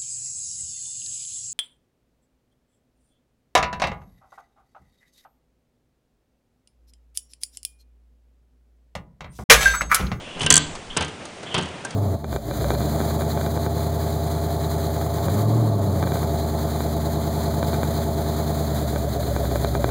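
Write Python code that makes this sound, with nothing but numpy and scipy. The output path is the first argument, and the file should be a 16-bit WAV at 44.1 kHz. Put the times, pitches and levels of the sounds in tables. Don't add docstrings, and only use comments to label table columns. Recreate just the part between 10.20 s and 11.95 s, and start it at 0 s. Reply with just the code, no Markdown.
import sys
import numpy as np
from scipy import signal
from scipy.fft import rfft, irfft
from scipy.io import wavfile

SR = 44100
rng = np.random.default_rng(int(sys.argv[2]) if len(sys.argv) > 2 else 0)


def int16_out(signal):
    q = np.round(np.clip(np.atleast_2d(signal).T, -1, 1) * 32767)
    wavfile.write(sys.argv[1], SR, q.astype(np.int16))


N = 77175
T = np.arange(N) / SR
SHARP_RISE_S, SOFT_RISE_S = 0.0006, 0.0029


def gain(db):
    return 10 ** (np.asarray(db) / 20)


def level_curve(points):
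    return gain(np.interp(T, *np.array(points).T))


def noise(tone):
    hz, db = np.array(tone).T
    all_hz = np.maximum(np.arange(N // 2 + 1) * SR / N, 1)
    shape = gain(np.interp(np.log(all_hz), np.log(hz), db))
    shaped = irfft(rfft(rng.standard_normal(N)) * shape, N)
    return shaped / shaped.std()


def wobble(rate_hz):
    smooth = signal.sosfilt(signal.butter(2, rate_hz, fs=SR, output="sos"), rng.standard_normal(N))
    return smooth / smooth.std()


def rise_and_fade(rise_s, fade_s):
    age = T[:int(2 * fade_s * SR) + 2]
    return (1 - np.exp(-age / rise_s)) * np.exp(-np.log(1000) * age / fade_s)


def spikes(times, levels_db):
    samples = np.round(np.atleast_1d(times) * SR).astype(int)
    return np.bincount(np.clip(samples, 0, N - 1), gain(levels_db) * np.ones(len(samples)), N)


def play(hits, sound):
    return signal.fftconvolve(hits, sound)[:N]


def ring(times, levels_db, notes, rise_s=SHARP_RISE_S, pitch=1):
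    one_hit = np.zeros(N)
    for hz, db, fade_s in notes:
        shape = rise_and_fade(rise_s, fade_s)
        one_hit[:len(shape)] += gain(db) * shape * np.sin(2 * np.pi * hz * pitch * T[:len(shape)])
    return play(spikes(times, levels_db), one_hit)


def bursts(times, levels_db, tone, fade_s, rise_s=SHARP_RISE_S):
    energy = play(spikes(times, levels_db) ** 2, rise_and_fade(rise_s, fade_s) ** 2)
    return noise(tone) * np.sqrt(np.abs(energy))


# (time [s], length [s], pitch [Hz], level [dB])
SQUEAKS = [(-.02, 0.18, 3184, -46.5), (0.042, 0.13, 2815, -44.5), (0.19, 0.079, 2946, -35.5),
           (0.699, 0.014, 3195, -34.5), (1.261, 0.1, 3260, -41.5), (1.312, 0.024, 3040, -36.5)]

def shaft(roughness_hz=230, rise_s=0.0042, fade_s=0.099):
    out = np.zeros(N)
    for start, length, hz, db in SQUEAKS:
        rise = np.clip((T - start) / rise_s, 0, 1)
        fade = np.exp(-np.log(1000) * np.maximum(T - start - length, 0) / fade_s)
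        phase = 2 * np.pi * hz * T
        rough_note = wobble(roughness_hz) * np.cos(phase) + wobble(roughness_hz) * np.sin(phase)
        out += gain(db) * rise * fade * rough_note
    return out


# (time [s], level [dB])
GEAR_LEVEL = [(0, -39), (.15, -41), (.2, -33.5), (.55, -38.5), (.65, -41), (.9, -38), (1.18, -41),
              (1.28, -36), (1.75, -37.5)]
# (frequency [Hz], level [dB])
GEAR_TONE = [(50, -20), (90, -2), (170, 3.5), (320, -0.5), (560, -0.5), (1500, -8.5), (3100, -11),
             (4200, -21), (10000, -52)]

def gears(flutter_db=1, flutter_hz=24.4):
    return noise(GEAR_TONE) * level_curve(GEAR_LEVEL) * gain(flutter_db * wobble(flutter_hz))


# (frequency [Hz], level [dB])
HISS_TONE = [(20, -9), (100, 5), (6000, 1.5), (9800, -3.5), (11000, -54)]
# (time [s], level [dB])
RUMBLE_LEVEL = [(.14, -51), (.18, -36), (.35, -47), (.58, -38.5), (.66, -55), (.71, -34), (.78, -65)]
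# (frequency [Hz], level [dB])
RUMBLE_TONE = [(10, 0), (55, -9.5), (400, -77)]

def hiss_and_rumble(hiss_db=-47.5):
    return gain(hiss_db) * noise(HISS_TONE) + level_curve(RUMBLE_LEVEL) * noise(RUMBLE_TONE)


# (frequency [Hz], level [dB])
METAL_TONE = [(800, -7), (3000, -9), (5400, -2.5), (6400, 4), (7200, -3.5), (8400, 2), (10000, -4),
              (12000, -91)]
METAL_FADE_S = 0.023

def cam(start_s=0.19, end_s=0.25, count=30, level_db=-36, spread_db=4.5):
    times = start_s + (end_s - start_s) * rng.random(count)
    levels_db = level_db + spread_db * rng.standard_normal(count)
    return bursts(times, levels_db, METAL_TONE, METAL_FADE_S)


# (frequency [Hz], level [dB])
WOOD_TONE = [(45, -37), (75, 8), (140, -2), (420, 3), (620, -4.5), (920, 1), (2350, -5), (3100, 4),
             (3700, -5.5), (5500, -13.5), (10000, -59)]
# (pitch [Hz], level [dB], fade time [s])
ROD_NOTES = [(1019, -7, 0.14), (1578, -16, 0.28), (1970, -18, 0.32), (3006, -12, 0.18), (3230, -15, 0.28)]

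def knocks(times, wood_db, metal_db):
    wood = bursts(times, wood_db, WOOD_TONE, fade_s=0.091)
    metal = bursts(times, metal_db, METAL_TONE, METAL_FADE_S)
    rods = ring(times, wood_db - 7.5, ROD_NOTES)
    return wood + metal + rods


# (time [s], wood level [dB], metal level [dB], thud level [dB])
LANDINGS = [(.207, -21, -32, -23.5), (0.216, -27.5, -23, -32), (.231, -24, -32, -18),
            (0.2623, -19.5, -13.5, -31), (0.3033, -14, -24, -21.5), (.308, -12.5, -5.5, -19),
            (.342, -22.5, -45, -30), (.366, -17, -31, -20), (0.7654, -19.5, -28, -24),
            (0.7705, -18.5, -10.5, -27.5), (.788, -28, -58, -20), (0.8079, -18.5, -23, -48),
            (0.823, -22, -22.5, -35), (1.3424, -20, -23, -51), (1.3467, -18.5, -24.5, -35),
            (1.364, -23, -41, -20), (1.3796, -21.5, -22, -37), (1.386, -24, -27, -34)]
# (pitch [Hz], level [dB], fade time [s])
FRAME_NOTES = [(81.5, -20.5, 0.72), (89.8, -1.5, 0.17), (154, 4, 0.21), (182.3, -11.5, 0.3),
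               (233.7, -9, 0.28), (293.3, -12, 0.31), (367.6, -16, 0.18), (440, -8, 0.19)]

def levers():
    times, wood_db, metal_db, thud_db = np.array(LANDINGS).T
    return knocks(times, wood_db, metal_db) + ring(times, thud_db, FRAME_NOTES, rise_s=0.013)


# (pitch [Hz], level [dB], fade time [s])
CATCH_NOTES = [(1580, -7.5, 0.094), (2756, 0, 0.055), (2998, 7.5, 0.034)]

def catch():
    return ring(times=0.2635, levels_db=-12.5, notes=CATCH_NOTES, rise_s=SOFT_RISE_S)


# (time [s], level [dB], pitch [times normal])
CLACKS = [(.3030, 3.5, 1.0), (0.3242, -1, 1.01), (0.3401, 0, .99), (0.3556, -3.5, 1.2), (0.3655, -0.5, 1.0),
          (0.377, -4, 1.13)]
# (pitch [Hz], level [dB], fade time [s])
STEEL_NOTES = [(6233, 1.5, 0.015), (6950, -1.5, 0.015), (7470, 1.5, 0.01), (7720, 1, 0.011),
               (8790, -6, 0.017)]
# (pitch [Hz], level [dB], fade time [s])
BRACKET_NOTES = [(1571, -0.5, 0.048), (1887, -5.5, 0.033), (3070, -3, 0.03), (3320, 2, 0.037),
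                 (4590, 0.5, 0.038)]
# (frequency [Hz], level [dB])
CRACK_TONE = [(300, -24), (1500, -6.5), (5500, 1.5), (6400, 4.5), (8300, 9), (10000, -9.5), (15000, -38)]

def striker(rise_s=0.00075):
    times, levels_db, _ = np.array(CLACKS).T
    steel = sum(ring(time, db - 1, STEEL_NOTES, rise_s, pitch) for time, db, pitch in CLACKS)
    bracket = ring(times, levels_db - 14.5, BRACKET_NOTES, SOFT_RISE_S)
    crack = bursts(times, levels_db + 2, CRACK_TONE, fade_s=0.013, rise_s=rise_s)
    return steel + bracket + crack


# (time [s], tap level [dB], metal level [dB])
TICKS = [(.552, -29, -34.5), (0.846, -35, -30), (0.8804, -42, -34.5), (1.053, -32, -32.5), (1.23, -31, -38),
         (1.649, -29.5, -25), (1.706, -34, -33.5)]
# (frequency [Hz], level [dB])
TAP_TONE = [(150, -7), (480, 6.5), (1000, 1), (2500, -10), (4500, -6), (10000, -34)]

def joints():
    times, tap_db, metal_db = np.array(TICKS).T
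    taps = bursts(times, tap_db, TAP_TONE, fade_s=0.08)
    clicks = bursts(times, metal_db, METAL_TONE, fade_s=0.034)
    return taps + clicks


# (pitch [Hz], level [dB], fade time [s])
EGG_NOTES = [(632, -3, 0.11), (747, -1.5, 0.09), (896, 2, 0.077)]

def egg():
    return ring(times=[0.768, 0.809, 1.348, 1.386], levels_db=-26.5, notes=EGG_NOTES)


# (pitch [Hz], level [dB], fade time [s])
HOLLOW_NOTES = [(82, -7, 0.69), (177.2, 2.5, 0.26), (370.4, -2.5, 0.33)]

def hollow_part():
    return ring(times=1.356, levels_db=-22, notes=HOLLOW_NOTES, rise_s=0.016)


def rattle(start_s=1.398, length_s=0.1, count=7, spread_db=4, fade_db=7.5):
    progress = (np.arange(count) + rng.random(count)) / count
    levels_db = spread_db * rng.standard_normal(count) - fade_db * progress
    return knocks(start_s + length_s * progress, wood_db=levels_db - 36.5, metal_db=levels_db - 35)


# (pitch [Hz], level [dB], fade time [s])
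LOOSE_ROD_NOTES = [(1585, 1.5, 0.065), (4700, -22, 0.04), (5997, -16, .04)]

def loose_rod():
    return ring(times=1.65, levels_db=-25.5, notes=LOOSE_ROD_NOTES)


# (pitch [Hz], level [dB], fade time [s])
PIN_NOTES = [(4660, -5, 0.03), (6020, -5, 0.015)]

def pin():
    return ring(times=1.7075, levels_db=-29, notes=PIN_NOTES)


# (lowest pitch [Hz], highest pitch [Hz], level [dB], fade time [s])
ECHO_BANDS = [(70.6, 416, -7.5, 0.35), (520, 2260, -8, 0.2), (1950, 4860, -10.5, 0.3),
              (5300, 8100, -27.5, 0.56), (6700, 8370, -25, 0.53)]

def workshop_echo(sound, rise_s=0.051):
    echo = np.zeros(N)
    for low_hz, high_hz, db, fade_s in ECHO_BANDS:
        shape = rise_and_fade(rise_s, fade_s)
        burst = rng.standard_normal(N)[:len(shape)] * shape / np.linalg.norm(shape)
        band = signal.butter(4, [low_hz, high_hz], "band", fs=SR, output="sos")
        echo[:len(shape)] += gain(db) * signal.sosfilt(band, burst)
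    return play(sound, echo)


def scene(bass_limit_hz=54):
    drops = striker() + levers() + hollow_part() + egg()
    small_sounds = cam() + rattle() + joints() + catch() + loose_rod() + pin() + shaft()
    bass_cut = signal.butter(4, bass_limit_hz, "high", fs=SR, output="sos")
    sculpture = signal.sosfilt(bass_cut, drops + small_sounds)
    background = hiss_and_rumble()
    return (sculpture + workshop_echo(sculpture) + gears() + background)[None]


def cut_treble(sound, above_hz):
    return signal.sosfilt(signal.ellip(8, .2, 70, above_hz, fs=SR, output="sos"), sound)


def record(dry, clip_level=0.85, soften_above_hz=14900):
    clipped = np.clip(cut_treble(dry, above_hz=10100), -clip_level, clip_level)
    softened = signal.sosfilt(signal.butter(2, soften_above_hz, fs=SR, output="sos"), clipped)
    return cut_treble(softened, above_hz=16000)


dry = scene()
out = record(dry)
int16_out(out)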